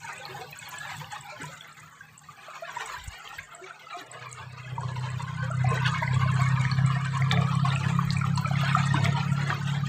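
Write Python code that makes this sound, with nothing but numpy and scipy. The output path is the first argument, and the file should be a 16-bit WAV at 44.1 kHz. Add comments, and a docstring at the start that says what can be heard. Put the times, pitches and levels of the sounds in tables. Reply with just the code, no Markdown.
"""Water trickles along a small concrete ditch: a patchy wash of bubbles, plops and snaps; a small bird chips nearby.
Bubbles are decaying sines of rising pitch, over bands of hiss and random bursts of spray; chips are quick sweeps.
A pump motor drones faintly far off, as four steady lines; then a slow engine draws near, and its low orders,
sines at multiples of the firing rate over a rough roar, become the loudest sound.
A light wind and a few bumps reach the microphone as shaped low noise and short low rings."""
import sys
import numpy as np
from scipy import signal
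from scipy.fft import rfft, irfft
from scipy.io import wavfile
from scipy.ndimage import uniform_filter1d

SR = 44100
rng = np.random.default_rng(int(sys.argv[2]) if len(sys.argv) > 2 else 0)


def inscribe(sig):
    """Save sig as 16-bit PCM at rate SR to the path in sys.argv[1].

    A 1-D sig is mono; a 2-D sig holds one channel per row.
    Samples are clipped to [-1, 1] before scaling.
    """
    pcm = np.round(np.clip(np.atleast_2d(sig).T, -1, 1) * 32767)
    wavfile.write(sys.argv[1], SR, pcm.astype(np.int16))


N = 435708


def from_db(db):
    """Amplitude ratio of a level: 20 dB for each factor of ten."""
    return 10 ** (np.asarray(db) / 20)


def rms_one(x):
    """Normalise the mean power, so that the rms is 1."""
    return x / np.sqrt(np.mean(x ** 2) + 1e-20)


def in_time(rows):
    """Linear interpolation of a table's columns over time, one value per sample."""
    times, *columns = np.transpose(rows)
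    return [np.interp(np.arange(N) / SR, times, column) for column in columns]


def at_hz(points, hz):
    """Linear interpolation of a spectrum's level along log frequency."""
    point_hz, point_db = np.transpose(points)
    return np.interp(np.log(hz), np.log(point_hz), point_db)


def drift(rate_hz):
    """Slow random variation of rms 1: white noise through two equal one-pole low-passes at rate_hz."""
    step = 40   # samples between coarse values
    pole = np.exp(-2 * np.pi * rate_hz * step / SR)
    white = rng.standard_normal(N // step + 2002)
    slow = signal.lfilter([1], [1, -2 * pole, pole * pole], white)[2000:]   # skip the filter's onset
    return np.interp(np.arange(N) / step, np.arange(len(slow)), rms_one(slow))


def coloured(spectrum):
    """Stationary noise of rms 1: white noise weighted by a spectrum, silent below half its first frequency."""
    hz = np.maximum(np.arange(N // 2 + 1) * SR / N, 1)
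    gain = from_db(at_hz(spectrum, hz)) * (hz > spectrum[0][0] / 2)
    return rms_one(irfft(rfft(rng.standard_normal(N)) * gain, N))


def add(out, start_s, sound):
    """Superposition of a short sound at a given time."""
    i = round(start_s * SR)
    out[i:i + len(sound)] += sound[:N - i]


def swells(events, width_s):
    """Gaussian rises and dips in level [dB], summed; width_s is their standard deviation."""
    t = np.arange(0, N + 64, 64) / SR
    total_db = sum(db * np.exp(-.5 * ((t - s) / width_s) ** 2) for s, db in events)
    return np.interp(np.arange(N) / SR, t, total_db)


def wash(grain_db, patchy_db, crackle_db):
    """Random superposition: bands of hiss swell in separate patches; bubbles burst and spray crackles in them."""
    # spectrum of the water, shaping each size group from within: (frequency [Hz], relative density [dB per Hz])
    water_spectrum = [(150, -41), (250, -18.5), (336, -9), (444, -6.5), (566, -12.5), (709, -4), (829, -7),
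                      (1240, -5), (1500, -7.5), (4400, -18), (5140, -27.5), (5600, -22.5), (6150, -28),
                      (6800, -21), (7660, -25), (9610, -29), (14600, -35.5), (15900, -24.5)]
    streak_share = 0.46   # below 5500 Hz the hiss fills this share of each band
    edges = np.r_[250 * 2 ** np.arange(0, 2.6, 1 / 8), np.arange(1600, 5500, 170),
                  np.arange(5500, 9000, 500), np.geomspace(9000, 16000, 5)]   # Hz
    # gurgle, lower wash, wash, splashing, fine and finest spray
    groups = np.digitize(edges, [750, 1150, 2500, 5500, 10000])
    parts = np.zeros((6, N))
    white = rng.standard_normal((3, N))
    drops = [crackle(per_s=55.0, fade_s=0.0079) for part in parts]   # each group has its own droplets
    clumps = rng.random(200)   # shared by bubbles of all sizes
    for k, (low, high, group) in enumerate(zip(edges, edges[1:], groups)):
        hz = np.sqrt(low * high)
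        half = (high - low) / 2 * (streak_share if hz < 5500 else 1)
        band = signal.butter(2, [hz - half, hz + half], "band", fs=SR, output="sos")
        hiss = rms_one(signal.sosfilt(band, white[k % 3]))
        fine = np.clip(np.log2(hz / 3800) / 3.0, 0, 1)   # share of spray against bubbles
        patch_db = (2.0 - fine) * patchy_db * (drift(5.3) + 0.75 * drift(1.72))
        bubbles = burble(low, high, hiss, clumps, cycles=71.5, tail_s=0.011, tail_db=-3.5)
        grains = (1 - fine) * from_db(grain_db) * bubbles
        spray = fine * from_db(crackle_db) * drops[group] * hiss
        band_gain = from_db(at_hz(water_spectrum, hz)) * np.sqrt(high - low)
        parts[group] += band_gain * (from_db(patch_db) * hiss + grains + spray)
    levels_db = size_levels(surge_db=0.47)
    return sum(from_db(db) * rms_one(part) for db, part in zip(levels_db, parts))


def size_levels(surge_db):
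    """Additive level modulation [dB] of each size of bubble and drop: flow, surges, gurgles and splashes."""
    # the flow: (time [s], wash before offset [dB], finest spray before offset [dB], low gurgle before swells [dB])
    flow = [(0.0, -38.5, -73.5, -59), (0.27, -40, -74, -51.5), (0.49, -47, -70.5, -57.5),
            (0.79, -40, -72, -60), (1.35, -42.5, -79.5, -61), (1.51, -43, -76.5, -62),
            (1.7, -47, -80.5, -66.5), (2.26, -55, -80, -70.5), (2.72, -38.5, -71.5, -55),
            (3.0, -43.5, -69, -60.5), (3.58, -46, -80.5, -63), (4.62, -43.5, -85, -58.5),
            (4.95, -43.5, -78.5, -51), (5.45, -41, -82, -61), (5.94, -32.5, -75.5, -54.5),
            (7.04, -37.5, -80, -59), (7.9, -35.5, -71, -52), (8.42, -40.5, -74, -55.5),
            (8.81, -28.5, -74.5, -56.5), (9.05, -35.5, -75, -40), (9.27, -37, -75.5, -52.5),
            (9.88, -37.5, -76.5, -53.5)]
    # lower wash, 750-1150 Hz: (time [s], level before offset and swells [dB])
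    low_wash = [(0.0, -52), (0.19, -49), (0.52, -55), (0.82, -54), (1.35, -50.5), (1.51, -62), (2.31, -63),
                (2.56, -51), (2.83, -47.5), (3.63, -63), (3.88, -61.5), (4.1, -50), (4.73, -54.5),
                (4.98, -49), (5.47, -50), (5.72, -48.5), (5.86, -43), (6.24, -43.5), (6.35, -41.5),
                (6.85, -46), (7.1, -47.5), (7.51, -41), (8.53, -49), (8.89, -43.5), (9.38, -49.5),
                (9.88, -48.5)]
    # splashing, 2500-5500 Hz: (time [s], level before offset and swells [dB])
    splashing = [(0.0, -54), (0.36, -52), (1.38, -55), (1.9, -65), (2.28, -65), (2.75, -53), (3.19, -52.5),
                 (3.58, -61.5), (4.79, -55), (4.92, -54), (5.61, -55.5), (5.86, -49), (6.41, -48),
                 (6.74, -52.5), (6.99, -51), (7.1, -51), (7.73, -47.5), (8.15, -53.5), (8.78, -43),
                 (8.92, -44), (9.27, -49), (9.88, -52)]
    # wash, fine and finest spray: (offset [dB], share of the wash's level; the rest follows the spray's)
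    sizes = [(-0.5, 0.91), (4.5, 0.43), (8.5, 0.0083)]
    # low gurgles well up and sink again: (time [s], swell [dB])
    gurgles = [(.41, 8), (1.43, 10), (3.63, 9), (4.13, 10), (4.81, 6.5), (5.72, 16), (6.85, 6.5),
               (7.38, 18.5), (7.81, 7.5), (8.5, 6), (9.0, 2.5), (9.52, 13)]
    # splashes throw up spray for a moment: (time [s], swell before shares [dB])
    splashes = [(2.94, 5), (3.36, 6), (3.99, 11.5), (5.87, 11.5), (6.44, 6), (6.96, 8), (7.32, 7), (8.1, 2),
                (9.05, 7), (9.69, 11), (9.87, 11)]
    # share of that swell, one each for wash, splashing, fine and finest spray: (share)
    splash_shares = [0.37, 0.9, 0.79, 1.0]
    # the flow surges or slackens for about a tenth of a second: (time [s], swell before shares [dB])
    surges = [(.87, 7.5), (1.14, 1), (1.3, 7.5), (1.45, 6), (1.54, 2.5), (2.78, 5.5), (2.95, 1),
              (3.36, 3.5), (3.65, 7.5), (3.92, 8.5), (1.62, -4.5), (4.07, -6), (5.12, 5), (5.72, 10),
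              (5.84, 7), (6.03, -2.5), (8.68, 7), (8.83, 1), (8.95, 5), (9.19, 6.5), (9.53, 10)]
    # share of that swell, one each for lower wash, wash, splashing, fine and finest spray: (share)
    surge_shares = [0.91, 0.64, 0.65, .3, .1]

    wash_db, spray_db, gurgle_db = in_time(flow)
    splash_db = swells(splashes, width_s=0.014)
    flush_db = swells(surges, width_s=0.031)
    levels = [offset + share * wash_db + (1 - share) * spray_db for offset, share in sizes]
    levels.insert(1, in_time(splashing)[0] + 2.0)
    levels = [db + share * splash_db + surge_db * drift(1.4) for db, share in zip(levels, splash_shares)]
    levels.insert(0, in_time(low_wash)[0] + 2.7)
    levels = [db + share * flush_db for db, share in zip(levels, surge_shares)]
    return [gurgle_db + swells(gurgles, width_s=0.064)] + levels


def burble(low, high, hiss, clumps, cycles, tail_s, tail_db):
    """Clustered random arrivals: bubbles of one size, each trailing a streak of hiss that dies away; rms 1."""
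    clump_s = .02
    draws = rng.random((180, 4))   # time, pitch, size and climb of each bubble
    # half of them join a clump
    draws[::2, 0] = (rng.choice(clumps, 90) + clump_s * SR / N * draws[::2, 0]) % 1
    pops, starts = np.zeros(N), np.zeros(N)
    for when, pitch, size, climb in draws:
        hz = low * (high / low) ** pitch
        gain = from_db(-3.0 * np.log(size + 0.037))   # a few are much louder
        add(pops, when * N / SR, gain * bubble(hz, cycles / hz, 0.06 * climb, 4.4 / hz))
        starts[int(when * N)] += gain
    fade = np.exp(-1 / (tail_s * SR))
    streaks = signal.lfilter([1 - fade], [1, -2 * fade, fade ** 2], starts) * hiss
    return rms_one(rms_one(pops) + from_db(tail_db) * rms_one(streaks))


def bubble(hz, t60, rise, attack_s):
    """Damped resonance of an air pocket whose pitch climbs as it nears the surface; envelope peak 1."""
    t = np.arange(round((t60 + attack_s) * SR)) / SR
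    decay = from_db(-60 * (t / t60) ** 1.7)   # dies faster and faster as the bubble bursts
    shape = (1 - np.exp(-t / attack_s)) ** 2 * decay
    return shape / shape.max() * np.sin(2 * np.pi * hz * (t + rise * t * t / t60))


def crackle(per_s, fade_s):
    """Random impulse train for the spray's envelope: droplets land by chance, each a soft brief burst; rms 1."""
    drops = (rng.random(N) < per_s / SR) * rng.exponential(1, N) ** 1.84
    span = round(fade_s * SR)
    return rms_one(uniform_filter1d(uniform_filter1d(drops, span), span))


def plops():
    """Damped resonance of bubbles large enough to stand out singly; longer rings swell more slowly."""
    # single bubbles: (time near peak [s], peak before echoes [dB], starting pitch [Hz], ring [cycles to about -32 dB])
    single_bubbles = [(1.403, -37.5, 265, 8.5), (7.4, -37.5, 440, 22), (7.33, -39, 398, 11),
                      (0.439, -39, 485, 15), (1.015, -45, 505, 28), (0.86, -48, 580, 26),
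                      (1.32, -42.5, 593, 27), (1.49, -44.5, 540, 20), (3.868, -37, 1270, 20),
                      (0.72, -39, 994, 40), (1.419, -34, 410, 7.3), (3.615, -38, 365, 21),
                      (3.972, -36.5, 368, 6.5), (4.012, -44, 293, 11), (8.949, -27, 292, 7.7),
                      (0.199, -38.5, 520, 11), (0.045, -36, 900, 23), (0.085, -42, 915, 35),
                      (0.29, -38, 374, 21), (0.345, -36.5, 808, 23), (0.395, -34, 430, 20),
                      (0.85, -40, 866, 16), (1.014, -37.5, 970, 19), (1.125, -35.5, 824, 28),
                      (1.438, -34, 973, 27), (2.632, -36.5, 1360, 37), (2.809, -42, 430, 12),
                      (2.94, -31, 975, 29), (2.965, -30.5, 1566, 20), (3.33, -37.5, 825, 12),
                      (3.385, -30, 1594, 27), (3.39, -29.5, 2120, 20), (3.94, -36, 697, 46),
                      (6.135, -36, 416, 6.4), (6.336, -40, 410, 11), (0.916, -37.5, 780, 14),
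                      (2.485, -37.5, 647, 8.1), (2.622, -31.5, 658, 19), (5.425, -43.5, 513, 29),
                      (5.504, -33.5, 650, 10), (5.645, -18, 750, 18), (5.716, -28.5, 447, 18),
                      (6.017, -37, 635, 21), (6.256, -40, 627, 16), (6.391, -31.5, 706, 23),
                      (6.79, -30.5, 770, 12), (6.962, -35.5, 712, 21), (7.213, -37.5, 710, 20),
                      (7.325, -24.5, 806, 18), (7.373, -30, 699, 24), (7.634, -36, 704, 54),
                      (8.463, -38, 584, 15), (8.513, -25, 743, 7.8), (8.634, -30.5, 681, 13),
                      (8.765, -24.5, 726, 18), (9.17, -33, 776, 37), (2.008, -33.5, 1550, 25),
                      (2.287, -37, 1167, 23), (2.768, -24, 950, 17), (3.708, -33.5, 1470, 16),
                      (4.781, -25.5, 914, 12), (4.833, -32, 1060, 9.3), (5.204, -34.5, 1105, 16),
                      (5.512, -23.5, 1330, 26), (5.775, -23, 1880, 22), (5.92, -39, 1540, 14),
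                      (6.024, -22.5, 930, 15), (6.217, -29, 1050, 16), (6.292, -24.5, 1280, 12),
                      (6.574, -32.5, 1680, 21), (6.652, -19.5, 1830, 14), (6.902, -25.5, 1130, 7.8),
                      (7.167, -26.5, 1050, 15), (7.315, -15, 2000, 5), (7.338, -26, 1700, 16),
                      (7.596, -35, 1720, 14), (7.65, -20, 1054, 15), (7.763, -32, 1760, 16),
                      (7.991, -15.5, 1123, 8.6), (8.214, -25, 1345, 19), (8.243, -20.5, 1226, 10.5),
                      (8.375, -24, 974, 23), (8.447, -22, 1286, 24), (8.627, -27, 1295, 14),
                      (8.685, -26.5, 1550, 14), (8.714, -28.5, 1260, 20), (8.751, -10.5, 1250, 9.7),
                      (8.806, -24, 1250, 19), (8.839, -24.5, 1250, 12), (8.944, -16.5, 976, 8.7),
                      (9.317, -32, 1350, 44), (9.504, -17, 1570, 8.2), (9.528, -20.5, 1190, 10),
                      (9.835, -31.5, 1200, 26), (0.254, -28, 4170, 15), (0.528, -36, 2480, 25),
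                      (0.5953, -40, 2460, 22), (1.045, -33, 2850, 14), (1.609, -33.5, 3330, 25),
                      (3.2764, -29, 2970, 8.8), (3.6416, -35, 2240, 31), (3.9313, -34.5, 2310, 23),
                      (5.655, -32, 2330, 23), (5.7314, -27.5, 2390, 14), (5.843, -32, 2020, 20),
                      (6.0308, -21, 1960, 19), (6.0771, -22, 1980, 18), (6.6508, -25.5, 2000, 13),
                      (6.7155, -23, 4290, 25), (7.222, -18.5, 2020, 12), (7.314, -13, 3490, 7.5),
                      (7.375, -18.5, 2070, 6.9), (7.705, -24, 3550, 10), (7.7616, -20.5, 2630, 9.5),
                      (8.1066, -15, 4220, 5.1), (8.1685, -22.5, 2330, 19), (8.213, -25.5, 2230, 17),
                      (8.375, -26, 4210, 22), (8.4587, -23.5, 2300, 18), (8.556, -26, 2100, 15),
                      (8.8039, -36, 2290, 12), (9.0573, -15.5, 2130, 7.5)]
    out = np.zeros(N)
    for s, peak_db, hz, cycles in single_bubbles:
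        t60 = max(cycles, 3) * 1.44 / hz
        ring = bubble(hz, t60, rise=0.026, attack_s=0.18 * cycles / hz + 0.00099)
        add(out, s - 1.448 / hz - .001, from_db(peak_db) * ring)   # start ahead of the peak
    return out


def snaps(fade_s):
    """Broadband impact of a drop slapping the surface: a brief decaying burst of bright noise."""
    # sharp splashes: (start [s], peak [dB])
    slaps = [(5.862, -32), (5.877, -27.5), (7.319, -21), (8.1055, -38.5), (8.123, -30.5), (8.376, -25.5),
             (9.044, -25)]
    out = np.zeros(N)
    t = np.arange(round(0.028 * SR)) / SR
    band = signal.butter(2, [2300, 7000], "band", fs=SR, output="sos")
    for (s, peak_db), noise in zip(slaps, rng.standard_normal((len(slaps), len(t)))):
        burst = signal.sosfilt(band, noise * np.exp(-t / fade_s))
        add(out, s, from_db(peak_db) * burst / np.abs(burst).max())
    return out


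def ditch(x, wet_db):
    """Reverberation: the concrete channel smears each sound into a short, exponentially decaying tail."""
    t60 = 0.28   # s
    t = np.arange(round(t60 * SR)) / SR
    tail = rng.standard_normal(len(t)) * from_db(-60 * t / t60)
    return x + from_db(wet_db) * signal.fftconvolve(x, tail / np.linalg.norm(tail))[:N]


def wall(x):
    """Comb interference: a dull, slightly late echo stripes the spectrum; the stripes slide with the path."""
    # echo off the near wall as the listener shifts: (time [s], delay before a one-sample advance [s], share)
    echo_path = [(0, 0.0012, 0.4), (1.2, 0.0011, 0.44), (2.2, 0.0017, 0.14), (3.8, 0.0014, 0.31),
                 (4.5, 0.0018, 0.76), (5.2, 0.0019, 0.66), (6, 0.00177, 0.78), (7, 0.0017, 1),
                 (8, 0.0015, 0.21), (9.88, 0.0013, 0.055)]
    lag_s, share = in_time(echo_path)
    late = np.interp(np.arange(N) - lag_s * SR, np.arange(N), x)
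    dull = signal.butter(1, 1470, fs=SR, output="sos")   # low-pass, Hz
    return x + share * signal.sosfilt(dull, np.roll(late, -1))   # one sample earlier


def engine(waver_db, wander, slip, roar_db, fading_db, uneven_db):
    """Harmonic orders of the firing rate slip in phase and throb; air fades and wavers them, over exhaust roar."""
    # the engine gradually speeds up: (time [s], firing rate [1/s])
    speed = [(3.8, 30.8), (4.9, 31.5), (5.8, 32.05), (6.7, 32.75), (7.6, 33.6), (8.5, 34.3), (9.88, 35.35)]
    # the 4th order as the engine nears: (time [s], level before fading and wavering [dB rms])
    approach = [(3.8, -80), (4.22, -51), (4.87, -35), (5.5, -34), (5.65, -26), (6.05, -29), (6.15, -24.5),
                (6.5, -27), (6.9, -23.5), (7.05, -29), (7.28, -27.5), (7.38, -23), (7.48, -30.5),
                (7.6, -26.5), (8.5, -28.5), (9.05, -26), (9.6, -29.5), (9.88, -29)]
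    # side orders: (multiple, level when the 4th is at near_db [dB], dB of change per dB of the 4th)
    side_orders = [(3, -34.5, 1.25), (5, -33, 1.06)]
    # weak orders: (multiple, level relative to the 4th before fading [dB])
    weak_orders = [(1, -48), (2, -30), (3.5, -20), (4.5, -16), (6, -25), (7, -30), (8, -36)]
    # exhaust roar: (frequency [Hz], relative density [dB per Hz])
    exhaust = [(60, -11), (95, 13.5), (140, 13.5), (180, -4), (230, -1.5), (300, -70)]
    near_db = -25

    turn = 2 * np.pi * np.cumsum(in_time(speed)[0]) / SR
    loud_db = in_time(approach)[0]
    loud = from_db(loud_db)
    orders = [(4, loud * from_db(fading_db / 2 * drift(4)))]
    for k, db, steep in side_orders:
        orders.append((k, from_db(db + steep * (loud_db - near_db) + fading_db * drift(4.05))))
    for k, db in weak_orders:
        orders.append((k, loud * from_db(db + fading_db * drift(4.6))))
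    tones = np.zeros(N)
    for k, gain in orders:
        phase = k * turn + wander * drift(28) + slip * drift(1.4)   # rad
        tones += gain * from_db(waver_db * drift(18.0)) * np.sin(phase)
    throbbing = np.sqrt(2) * tones * from_db(uneven_db * drift(19.0))
    roar = loud * from_db(roar_db) * coloured(exhaust)
    fade_in = np.clip((np.arange(N) / SR - approach[0][0]) / 0.37, 0, 1)
    return fade_in * (throbbing + roar)


def ticks():
    """Frequency modulation: a small bird chips repeatedly, each chip a quick arch at a slightly different pitch."""
    # bird chips: (start [s], reference peak before variation and echo [dB])
    calls = [(0.179, -38.5), (0.5876, -34), (0.783, -32.5), (0.9656, -40), (1.132, -42), (1.2082, -38.5),
             (1.417, -38), (1.725, -48.5), (2.177, -40), (2.858, -33.5), (3.039, -40), (3.548, -37.5),
             (3.9639, -49.5), (4.114, -35), (4.313, -40), (4.806, -43), (4.9132, -51), (4.995, -46),
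             (5.101, -40.5), (5.5117, -40.5), (5.689, -37.5), (5.756, -39), (5.916, -40), (6.142, -35.5),
             (6.3405, -36.5), (6.4167, -34), (6.861, -32), (7.0516, -39), (7.2983, -45), (7.5517, -36.5),
             (7.661, -42), (7.753, -35.5), (8.1705, -37.5), (8.3573, -33), (8.474, -41), (8.6043, -46),
             (8.8558, -34.5), (8.937, -35.5), (9.046, -36.5), (9.318, -42), (9.4825, -44.5), (9.6761, -43)]
    # one chip, an arch in pitch: (time from start [s], mean pitch [Hz], level re reference peak [dB])
    chip = [(0, 6900, -25), (.001, 7600, -2), (.003, 7800, 0), (.005, 8100, -4), (.0062, 8700, -15),
            (.011, 9300, -14), (.015, 8600, -15), (.0165, 7000, -7), (.018, 5700, -25)]
    out = np.zeros(N)
    chip_s, hz, db = np.transpose(chip)
    t = np.arange(round(chip_s[-1] * SR)) / SR
    turn = 2 * np.pi * np.cumsum(np.interp(t, chip_s, hz)) / SR
    for (s, peak_db), (off, late) in zip(calls, rng.normal(0, 1, (len(calls), 2))):
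        level_db = peak_db + np.interp(t, chip_s, db)
        level_db += 6.7 * late * (t > chip_s[5])   # the falling end varies in level
        add(out, s, from_db(level_db) * np.sin(turn * (1 + 0.0099 * off)))
    return ditch(out, wet_db=-10.0)


def pump():
    """Line spectrum of a far motor: steady pitches waver a little while the level sinks by 1.5 dB a second."""
    # far motor: (frequency [Hz], mean level at the start [dB rms])
    lines = [(154, -61), (193, -71), (231.5, -72), (270, -77)]
    t = np.arange(N) / SR
    hum = np.zeros(N)
    for hz, db in lines:
        gain = np.sqrt(2) * from_db(db + 0.58 * drift(2.1))
        hum += gain * np.sin(2 * np.pi * hz * t + .5 * drift(1.4))
    return hum * from_db(-1.5 * t)


def microphone_wind():
    """Turbulent pressure noise: air over the port gives lumpy low noise; dull bumps of the hand ring briefly."""
    # lull between gusts: (time [s], level before swells and drift [dB])
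    lull = [(0, -62.5), (1.4, -56.5), (1.7, -63.5), (2.6, -66), (3.6, -69)]
    # gusts: (time [s], swell [dB])
    gust_swells = [(.04, 11.5), (.33, 13), (.5, 8), (.83, 11), (.97, 12.5), (1.18, 7.5), (1.46, 9),
                   (1.83, 12.5), (2.14, 6), (2.32, 9), (2.74, 7), (3.1, 8), (3.38, 9)]
    # deep buffeting: (time [s], level before drift [dB])
    rumble = [(0.0, -80), (2.72, -85), (3.11, -51), (3.24, -73), (3.41, -55), (3.63, -94), (5.31, -63),
              (6.05, -67), (6.11, -53), (7.98, -59), (8.09, -43), (8.45, -75), (9.71, -70), (9.88, -80)]
    # bumps: (start [s], peak [dB], pitch [Hz], decay by 60 dB [s])
    bumps = [(1.428, -34.5, 148, 0.16), (2.979, -45.5, 79, 0.16), (3.077, -29, 82, 0.041),
             (3.374, -46, 92, 0.12)]
    # spectra: (frequency [Hz], relative density [dB per Hz])
    gust_noise = coloured([(25, -53.5), (50, -14.0), (90, 9.0), (150, 14.5), (220, -7), (400, -20)])
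    deep_noise = coloured([(15, -0.5), (30, 8.5), (55, 25.0), (90, -43.5)])

    gust_db = in_time(lull)[0] + swells(gust_swells, width_s=0.046) + 2.8 * drift(7.0)
    deep_db = in_time(rumble)[0] + 1.2 * drift(24)
    out = from_db(gust_db) * gust_noise + from_db(deep_db) * deep_noise
    for s, peak_db, hz, t60 in bumps:
        add(out, s, from_db(peak_db) * bubble(hz, t60, rise=0, attack_s=0.0017))
    return out


def scene():
    """Linear superposition of water, bird, motors and wind, heard in the open."""
    water = wash(grain_db=11.0, patchy_db=2.5, crackle_db=15.0)
    water = water + ditch(plops(), wet_db=-7.0)
    motors = engine(waver_db=1.2, wander=.12, slip=.35, roar_db=-22, fading_db=3.0, uneven_db=1.3) + pump()
    return (wall(water) + snaps(fade_s=0.0059) + ticks() + motors + microphone_wind())[None]


def record(dry):
    """Linear filtering by the microphone: a dull stretch in the treble, then a steep cut."""
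    dip = signal.butter(6, (8796, 11960), "bandstop", fs=SR, output="sos")
    rest = signal.sosfiltfilt(dip, dry)
    heard = rest + from_db(-13) * (dry - rest)   # the stretch itself, 13 dB down
    return signal.sosfilt(signal.ellip(12, .2, 75, 15450, fs=SR, output="sos"), heard)


dry = scene()
out = record(dry)
inscribe(out)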